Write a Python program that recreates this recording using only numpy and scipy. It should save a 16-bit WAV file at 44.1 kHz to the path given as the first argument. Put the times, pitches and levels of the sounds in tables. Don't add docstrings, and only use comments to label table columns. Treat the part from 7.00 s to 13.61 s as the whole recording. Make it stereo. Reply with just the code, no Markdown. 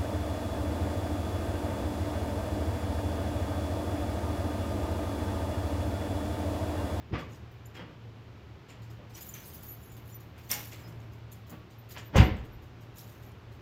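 import sys
import numpy as np
from scipy import signal
from scipy.fft import rfft, irfft, next_fast_len
from scipy.io import wavfile
from scipy.ndimage import uniform_filter1d, map_coordinates

SR = 44100
rng = np.random.default_rng(int(sys.argv[2]) if len(sys.argv) > 2 else 0)


def store_pcm(level_fs):
    pcm = np.round(np.clip(level_fs, -1, 1) * 32767).astype(np.int16)
    wavfile.write(sys.argv[1], SR, np.atleast_2d(pcm).T)


def gain_from_decibels(decibels):
    exponent = np.asarray(decibels, float) / 20
    return 10 ** exponent


N = 291663


def unit(x):
    return x / np.sqrt(np.mean(x ** 2) + 1e-20)


def along(points, hz):
    f, v = np.transpose(points)
    return np.interp(np.log(hz + 1), np.log(f + 1), v)


def wobble(count):
    knots = rng.standard_normal(int(N * count / SR) + 4)
    return map_coordinates(knots, [np.arange(N) * count / SR], order=2)


def filtered(x, response):
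    m = next_fast_len(x.shape[-1] + SR // 2)
    return irfft(rfft(x, m) * response(np.fft.rfftfreq(m, 1 / SR)), m)[..., :x.shape[-1]]


def modes(table):
    return lambda f: sum(gain_from_decibels(db) * 1j * f * w / (c * c - f * f + 1j * f * w) for c, w, db in table)


def colour(spectrum):
    return lambda hz: gain_from_decibels(along(spectrum, hz))


def diffuse(response, pair):
    # frequency in Hz, likeness 0-1.
    alike = [(60, 0.65), (180, .97), (330, .8), (550, 0.3), (1650, 0), (4970, 0.01), (15000, 0)]

    def mix(hz):
        turn = np.arccos(np.clip(along(alike, hz), -1, 1)) / 2
        return response(hz) * [np.cos(turn), np.sin(turn)]

    mid, side = filtered(pair, mix)
    return unit(np.array([mid + side, mid - side]))


def add(track, s, piece):
    part = track[..., round(s * SR):][..., :piece.shape[-1]]
    part += piece[..., :part.shape[-1]]


def burst(db, rise_s, t60_s):
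    t = np.arange(SR // 4) / SR
    return gain_from_decibels(db - 60 * t / np.clip(t60_s, .005, .3)) * (1 - np.exp(-(t / max(rise_s, 1e-4)) ** 2))


def swarm(grain_db, patchy_db):
    z = signal.stft(rng.standard_normal((2, N)), nperseg=256)[2]
    field = uniform_filter1d(rng.standard_normal(z.shape[-2:]), size=2, axis=0)
    field = uniform_filter1d(field, size=5, axis=1)
    noise = signal.istft(z * gain_from_decibels(patchy_db * unit(field)), nperseg=256)[1][:, :N]
    return noise * gain_from_decibels(grain_db * wobble(count=400))


def ring_pan(hz):
    # frequency in Hz, left over right in dB.
    pan = [(5000, 10), (7200, 21), (11000, 13), (11900, -1), (13500, 4.5), (15500, 5.5)]
    return gain_from_decibels(along(pan, hz) * np.array([[.5], [-.5]]))


def clinks():
    # peak time in seconds, peak in dB, lower band above upper in dB.
    swings = [(0.2, -67, 3), (0.3, -62, -2), (0.325, -64, 3.5), (0.35, -69, 2), (0.7547, -58.5, 1.5),
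              (1.6935, -61.5, 9), (1.827, -61.5, 3.5), (4.0078, -65, -4), (4.1285, -60.5, -3.5),
              (4.323, -44, -3.5), (4.474, -55, -5), (4.7097, -61, 1.5), (4.898, -47, -7),
              (4.918, -52, -7.5), (5.158, -50, 2), (5.171, -35, 8.5), (5.205, -53, 7.5), (5.3697, -62, 1),
              (5.448, -61, -3), (5.6292, -59, -5), (5.8157, -58.5, -3.5), (5.968, -48, -5),
              (5.992, -51, -5), (6.089, -57.5, -6), (6.2367, -57.5, -4), (6.5228, -64, 0)]
    sorting = [(2.105, -57.5, 0), (2.144, -55, 1), (2.1725, -47, -5), (2.226, -41, -12), (2.2618, -40, -14),
               (2.2894, -38, -27), (2.4594, -44, -24), (2.5446, -38, -14.5), (2.6484, -47, -30),
               (2.637, -49, -21), (2.817, -57, -25), (3.0594, -58, -13), (3.075, -57, -17),
               (3.0994, -50, -11), (3.3807, -62, 0.5), (3.503, -34, -8), (3.511, -26, -6),
               (3.519, -19, -6.5), (3.535, -32, 1), (3.552, -47, -15), (3.5994, -46.5, -5), (3.726, -58, 8),
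               (3.7994, -59, -2), (3.8831, -58, 0)]
    # start in seconds, peak in dB, lower band above upper in dB.
    ticks = [(0.1765, -63, 5), (0.509, -65, -9), (0.652, -63, -5), (1.8985, -58, -2.5), (2.148, -54, 0),
             (2.2044, -43, -10), (2.339, -42, -8), (2.9135, -52, -10), (2.962, -53, -10), (3.198, -53, -9),
             (4.4935, -51, -5), (4.9035, -43, -7), (4.9745, -62, 12), (5.981, -54, -5)]
    clink_rise_s, tick_rise_s = .012, .0045
    clink_t60_s, hard_dies_db = .13, 0.205
    low, high = np.zeros((2, N))
    for s, db, low_db in swings + sorting:
        t60_s = clink_t60_s * gain_from_decibels(-hard_dies_db * (db + 42.5))
        add(high, s - 1.15 * clink_rise_s, burst(db, clink_rise_s, t60_s))
        add(low, s - 1.2 * clink_rise_s, burst(db + low_db + 0.57, clink_rise_s, t60_s))
    for s, db, low_db in ticks:
        t60_s = clink_t60_s * gain_from_decibels(-hard_dies_db * (db + 46))
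        add(high, s, burst(db, tick_rise_s, t60_s))
        add(low, s, burst(db + low_db, tick_rise_s, t60_s))
    return low, high


def shakes():
    # start in seconds, peak in seconds, peak in dB, swell in dB/s, fade in dB/s.
    jingles = [
        (2.154, 2.453, -53, 52, 35),
        (3.379, 3.635, -50, 67.5, 88),
        (5.946, 6.14, -65.5, 4, 79),
    ]
    fleck_low_hz, fleck_high_hz = 3500, 15700
    fleck_db, fleck_scatter_db = -4, 1.5
    fleck_t60_s, fleck_spread_s = 0.058, 0.76
    total, flecks = np.zeros(N), []
    for start, peak, db, swell, fade in jingles:
        late = np.arange(N) / SR - peak
        level = gain_from_decibels(db + np.minimum(swell * late, -fade * late)) * (late > start - peak)
        total += level
        when, pitch, size = rng.uniform(size=(3, 70))
        when = np.minimum(start + 2 * fleck_spread_s * when, N / SR - .3)
        hz = fleck_low_hz + pitch * (fleck_high_hz - fleck_low_hz)
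        level_db = 20 * np.log10(level[(when * SR).astype(int)])
        level_db += fleck_db + fleck_scatter_db * (2 * size - 1)
        flecks += [(s, f, d, fleck_t60_s) for s, f, d in zip(when, hz, level_db)]
    return total, flecks


def ringing_keys(flecks):
    # start in seconds, frequency in Hz, level in dB, t60 in seconds.
    singles = [(0.658, 7150, -49, 0.037), (1.9, 5080, -56, 0.055), (2.284, 14500, -51, 0.1),
               (2.289, 7060, -49.5, 0.073), (2.342, 11700, -44, 0.065), (2.4, 5930, -54, 0.078),
               (2.434, 11960, -42, 0.12), (2.458, 8540, -58, 0.14), (2.469, 10860, -45.5, 0.062),
               (2.487, 14000, -54, 0.07), (2.545, 15500, -48, 0.092), (2.671, 11830, -42.5, 0.28),
               (2.689, 6860, -61, 0.1), (2.69, 15200, -58, 0.35), (2.818, 11300, -58, 0.29),
               (2.855, 15000, -57, 0.09), (3.114, 15400, -58, 0.15), (3.112, 7100, -61.5, 0.15),
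               (3.146, 13900, -42, 0.096), (3.514, 10660, -34.5, 0.058), (3.665, 10340, -61, 0.12),
               (3.833, 5100, -59.5, 0.2), (3.874, 11930, -59, 0.13), (4.497, 15500, -46, 0.07),
               (4.53, 15400, -67, 0.23), (4.325, 7150, -57, 0.072), (4.315, 6700, -61, 0.067),
               (4.5, 12200, -60, 0.12), (4.502, 7100, -39, 0.025), (4.782, 13750, -56, 0.13),
               (5.035, 13750, -53, 0.15), (5.06, 13750, -51, 0.11), (5.228, 13820, -52, 0.2),
               (5.235, 13200, -64, 0.2), (3.137, 5880, -57, 0.091), (6.243, 11950, -65, 0.24),
               (0.657, 11910, -59, 0.087), (0.657, 10300, -69, 0.068), (2.15, 5880, -37.5, 0.037),
               (2.21, 11800, -47, 0.1), (2.21, 7000, -54, 0.11), (2.458, 15500, -54, 0.15),
               (2.465, 13100, -50, 0.25), (2.635, 13400, -48, 0.2), (2.647, 14700, -46, 0.088),
               (2.822, 15300, -63, 0.3), (2.828, 7130, -63, 0.07), (2.83, 6150, -71, 0.23),
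               (2.858, 6600, -66, 0.1), (2.885, 7050, -67, 0.28), (2.963, 3500, -60, 0.1),
               (3.105, 11300, -57, 0.06), (3.15, 13200, -55, 0.08), (5.518, 12000, -60, 0.17),
               (5.81, 12000, -75, 0.088)]
    rise_s, swell = .011, .12
    caught, caught_db_per_s = .3, 900
    rings, t = np.zeros((2, N)), np.arange(SR // 4) / SR
    for s, hz, db, t60_s in singles + flecks:
        jitter = np.cumsum(rng.normal(0, .009, len(t)))
        turns = hz * t + rng.uniform(size=(2, 1)) + jitter
        damped = gain_from_decibels(-caught_db_per_s * np.maximum(t - caught * t60_s, 0))
        envelope = burst(db + 9.5, max(rise_s, swell * t60_s), t60_s) * damped
        add(rings, s - .006, envelope * np.sin(2 * np.pi * turns) * ring_pan(hz))
    return rings * gain_from_decibels(2.8 * wobble(count=200))


def keys():
    # frequency in Hz, level in dB per Hz.
    key_low = [(2060, -22.5), (3500, -7), (5320, -7.5), (6050, -8.5), (6890, -4), (9500, -20), (12400, -47),
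               (20900, -120)]
    key_high = [(5590, -52), (9500, -19), (11700, -1.5), (12500, -1.5), (15000, -1), (16000, -7)]
    # frequency in Hz, width in Hz, level in dB.
    bunch = [(4860, 11.4, -6), (5800, 30, -8), (6160, 10, -1), (6700, 11.2, 0), (7150, 19, 2),
             (10600, 13, -5), (10700, 13.2, -9), (11700, 14, -5), (11950, 9, 6), (13100, 14, -14),
             (13750, 20, -7), (15500, 30, -4)]
    bunch_db = 11
    low, high = clinks()
    level, flecks = shakes()
    high, low = high + level, low + gain_from_decibels(-6.5) * level
    rings = ringing_keys(flecks)
    rattle = swarm(grain_db=2, patchy_db=5)
    hard = gain_from_decibels(bunch_db) * np.hypot(high, low) * unit(rattle)
    woken = filtered(hard, lambda hz: modes(bunch)(hz) * ring_pan(hz))
    rings = rings + woken / np.sqrt(SR / 1000)
    rustle = low * diffuse(colour(key_low), rattle) * gain_from_decibels([[4], [-4]])
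    rustle = rustle + high * diffuse(colour(key_high), rattle) * gain_from_decibels([[.8], [-.8]])
    return rustle, rings


def ringing_parts():
    # start in seconds, frequency in
    # Hz, level in dB, t60 in seconds.
    door_and_lock_parts = [(0.104, 380, -39, 0.17), (0.129, 334, -24.5, 0.043), (0.1345, 2540, -32, 0.07),
                           (0.134, 3200, -42.5, 0.1), (0.134, 1600, -40, 0.08), (0.15, 1180, -30, 0.065),
                           (.15, 500, -53, 0.13), (0.16, 2260, -40.5, 0.099), (0.195, 3350, -45, 0.064),
                           (0.17, 2400, -40, 0.07), (0.77, 3220, -48, 0.13), (0.8, 2900, -46, 0.093),
                           (0.71, 1850, -54, 0.06), (0.766, 420, -45, 0.052), (0.791, 500, -46, 0.1),
                           (0.76, 5200, -51, 0.05), (1.05, 471, -41, 0.05), (2.168, 2400, -49, 0.094),
                           (2.338, 6160, -35, 0.043), (2.345, 3600, -51, 0.043), (2.3398, 6900, -37, 0.012),
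                           (4.496, 6760, -48, 0.012), (3.51, 2175, -36.5, 0.17), (3.5141, 5800, -15.5, 0.011),
                           (3.5147, 8200, -15, 0.0047), (3.515, 8500, -24, 0.0049), (3.5155, 14000, -18, 0.01),
                           (3.593, 10800, -39, 0.01), (3.518, 5300, -20.5, 0.015), (3.53, 6820, -49, .06),
                           (3.594, 5900, -43, 0.035), (4.519, 1130, -46, 0.23), (3.54, 830, -39, 0.17),
                           (5.15, 550, -23, 0.13), (5.1563, 730, -10.5, 0.0094), (5.168, 500, -21, 0.085),
                           (5.165, 830, -32, 0.072), (5.18, 210, -21, 0.12), (5.175, 930, -28, 0.06),
                           (5.204, 930, -23, 0.07), (5.167, 6600, -32, 0.02), (5.205, 745, -29, 0.24),
                           (5.215, 2061, -23.5, 0.046), (5.25, 370, -30.5, 0.14), (5.255, 206.5, -28, 0.44),
                           (5.2, 301.6, -26.5, 0.16), (5.38, 53, -31, 0.35), (3.795, 3270, -55, 0.04),
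                           (3.519, 8900, -25, 0.0091), (3.536, 7300, -30, 0.012), (5.255, 198, -30, 0.2),
                           (3.52, 1062, -42, 0.16),
                           (5.1555, 260, -20, .06), (5.176, 240, -17, .05), (5.203, 250, -19, .06), (5.214, 190, -22, .09),
            (5.26, 320, -29, .2), (5.3, 205, -33, .3), (5.17, 1000, -22, .03), (5.44, 48, -34, .3),
            (5.17, 530, -24, .04), (4.52, 620, -47, .1), (5.55, 50, -40, .3)]
    snap_s = .016
    lead_s, off_axis_s = .0004, 0.0001
    steady_hz, rise_per_t60 = 1300, .035
    parts, t = np.zeros((2, N)), np.arange(SR // 4) / SR
    shake = wobble(count=150)
    for s, hz, db, t60_s in door_and_lock_parts:
        rings_on = t60_s > snap_s
        lead = min(hz * lead_s, .25) + rng.normal(0, min(hz * off_axis_s, .1))
        turns = hz * t + np.array([[.5], [-.5]]) * lead * rings_on
        flutter = gain_from_decibels(4.8 * (hz > steady_hz) * rings_on * shake[round(s * SR):][:len(t)])
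        add(parts, s, flutter * burst(db, rise_per_t60 * t60_s, t60_s) * np.sin(2 * np.pi * turns))
    return parts


def knocks():
    # peak in seconds, panel in dB, latch over panel in dB, t60 in s.
    hits = [(0.133, -25, -17.5, 0.26), (0.148, -30, -11, 0.073), (0.192, -35, -2.5, 0.076),
            (0.756, -38.5, -3.5, 0.15), (0.793, -34, -18, 0.23), (0.882, -46, -40, 0.34),
            (1.693, -49, -2.5, 0.24), (2.169, -59, 9.5, 0.19), (2.343, -57.5, 7.5, 0.37),
            (3.379, -50.5, 7, 0.096), (3.506, -38.5, 0.5, 0.42), (3.599, -31, -18, 0.097),
            (3.728, -36.5, 0, 0.093), (1.99, -39, -28, 0.19), (3.792, -35, -10, 0.078),
            (3.88, -44.5, -39, 0.34), (4.486, -45, -30, 0.33), (4.505, -46, -32, 0.18),
            (4.522, -40.5, -13, 0.18), (4.905, -50.5, 3, 0.12), (4.96, -31, -10.5, 0.1),
            (4.973, -36, 0, 0.11), (5.141, -20, -20, 0.11), (5.155, -12, -22.5, 0.16),
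            (5.17, -8.5, -9, 0.089), (5.189, -19, -2, 0.086), (5.212, -14, -15.5, 0.14)]
    # frequency in Hz, level in dB per Hz.
    panel_spectrum = [(70, -35), (150, -4), (250, -9.5), (306, -4.5), (350, -13.5), (430, -17), (502, -6.5),
                      (624, -17), (1500, -22.5), (1950, -25), (3300, -120)]
    latch_spectrum = [(300, -36), (760, -14.5), (1300, -14.5), (1920, -9.5), (2080, -7.5), (3340, -11.5),
                      (3800, -20), (5190, -21), (8000, -44), (10400, -46), (17600, -120)]
    rise_s = 0.022
    panel, latch = np.zeros((2, N))
    for s, db, latch_db, t60_s in hits:
        add(panel, s - 0.67 * rise_s, burst(db - 2, rise_s, t60_s))
        add(latch, s - 0.72 * rise_s, burst(db + latch_db + 6.5, rise_s, t60_s))
    parts = ringing_parts()
    rattle = swarm(grain_db=1.5, patchy_db=1.0)
    dull = panel * diffuse(colour(panel_spectrum), rattle)
    return dull + latch * diffuse(colour(latch_spectrum), rattle) + parts


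def boom():
    # start in seconds, level in dB, frequency in Hz (negative pulls first), length in cycles.
    pushes = [(0.11, -38, 112, 1.4), (0.125, -27.5, 101.5, 2.4), (3.52, -68, 99, 1.7),
              (5.156, -13.5, 79, 1.27), (5.175, -20.5, -150, 3.3), (5.193, -8, -85.5, 1.68),
              (5.201, -19.5, -70, 1.2), (5.219, -30, -85, 1.57), (5.248, -37, 76, 1.1),
              (5.282, -29, 75, 1.3), (5.306, -28, -79, 1.8)]
    # frequency in Hz, width in Hz, level in dB.
    air_modes = [(49, 3, 4), (67.4, 10.3, 7), (109, 13, 2), (167.5, 20, 2), (213, 17, 22), (270, 17, 8),
                 (320, 14, 5)]
    across_modes = [(61, 8, -10.5), (88.5, 4.5, -8), (132, 72, 1), (183, 11, -7)]
    left_leads_s, lead_fades_hz = .0009, 135
    push = np.zeros(N)
    for s, db, hz, cycles in pushes:
        t = np.arange(round(cycles / abs(hz) * SR)) / SR
        window = np.sin(np.pi * abs(hz) * t / cycles) ** 2
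        add(push, s, gain_from_decibels(db) * np.sin(2 * np.pi * hz * t) * window)
    ring, across = filtered(push, lambda hz: [modes(air_modes)(hz), gain_from_decibels(-15) * modes(across_modes)(hz)])

    def lead(hz):
        turns = left_leads_s * hz / (1 + (hz / lead_fades_hz) ** 2)
        return np.exp(2j * np.pi * turns * [[1], [-1]])

    return filtered(push + ring + across * [[1], [-1]], lead)


def garage(x):
    # frequency in Hz, t60 in seconds.
    decay = [(100, 0.53), (1000, 0.42), (4000, 0.44), (8000, 0.22), (15000, 0.42)]
    hz, t, z = signal.stft(rng.standard_normal((2, SR // 2)), SR, nperseg=256)
    tail = signal.istft(z * gain_from_decibels(-60 * t / along(decay, hz)[:, None]), SR, nperseg=256)[1]
    tail = diffuse(np.ones_like, np.pad(tail, ((0, 0), (400, 0))))
    tail = tail / np.linalg.norm(tail, axis=1, keepdims=True)
    return signal.oaconvolve(x, tail, axes=1)[:, :N]


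def background():
    # start in seconds, level in dB, t60 in seconds.
    rumbles = [
        (.17, -34, 0.36),
        (3.75, -45.5, 0.72),
        (5.24, -35.5, 0.72),
    ]
    # time in seconds, level in dB.
    motor_line = [(0.0, -51), (0.27, -58), (0.59, -49), (0.85, -56.5), (1.12, -47.5), (1.62, -62),
                  (1.9, -44), (2.28, -62), (3.05, -49), (3.35, -52), (4.12, -48), (4.57, -52.5),
                  (5.38, -49.5), (5.84, -53), (6.22, -50), (6.61, -57)]
    # frequency in Hz, width in Hz, level in dB.
    casing = [(77.6, 5.6, 0)]
    # frequency in Hz, level in dB.
    air_spectrum = [(15, -49), (25, -17.5), (85, -9.5), (115, -4), (146, -12), (294, -18), (325, -16.5),
                    (389, -16.5), (485, -21.5), (1020, -24), (3000, -33.5), (3900, -76), (6600, -120)]
    hiss_spectrum = [(1500, -5), (2600, -4.5), (3200, -3.5), (4300, -8.5), (5400, -12), (7500, -20.5),
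                     (8500, -29.5), (10500, -29), (13000, -22.5), (16000, -28)]
    motor_hz, wander_cycles, casing_db = 113.4, 0.26, -55.5
    murmur_db, drift_db, hiss_db, rumble_rise_s = -50.5, 1, -61.5, 0.12
    air, motor = rng.standard_normal((2, 2, N))
    t = np.arange(N) / SR
    level = gain_from_decibels(murmur_db + drift_db * wobble(count=2))
    for s, db, t60_s in rumbles:
        rise = 1 - np.exp(-(t[:SR] / rumble_rise_s) ** 2)
        add(level, s, gain_from_decibels(db - 60 * t[:SR] / t60_s) * rise)
    line = np.sqrt(2) * np.sin(2 * np.pi * (motor_hz * t + wander_cycles * wobble(count=5)))
    line_db = np.interp(t, *np.transpose(motor_line)) + 1.1 * wobble(count=12)
    hum = gain_from_decibels(line_db) * line + gain_from_decibels(casing_db) * diffuse(modes(casing), motor)
    murmur = level * diffuse(colour(air_spectrum), air)
    return murmur + gain_from_decibels(hiss_db) * diffuse(colour(hiss_spectrum), motor) + hum


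def scene():
    (rustle, rings), wood, thump = keys(), knocks(), boom()
    wet = gain_from_decibels(-9.5) * rustle[:1] + gain_from_decibels(-16) * rings[:1] + gain_from_decibels(-5) * wood[:1] + gain_from_decibels(-14) * thump[:1]
    return rustle + rings + wood + thump + garage(wet) + background()


def low_pass(x):
    return signal.sosfilt(signal.butter(12, 15790, fs=SR, output="sos"), x)


def record(dry):
    bass_cut_hz, top_hz = 32, 15790
    heard = filtered(dry, lambda hz: (hz < top_hz) * (1j * hz / (bass_cut_hz + 1j * hz)))
    return low_pass(heard)


dry = scene()
out = record(dry)
store_pcm(out)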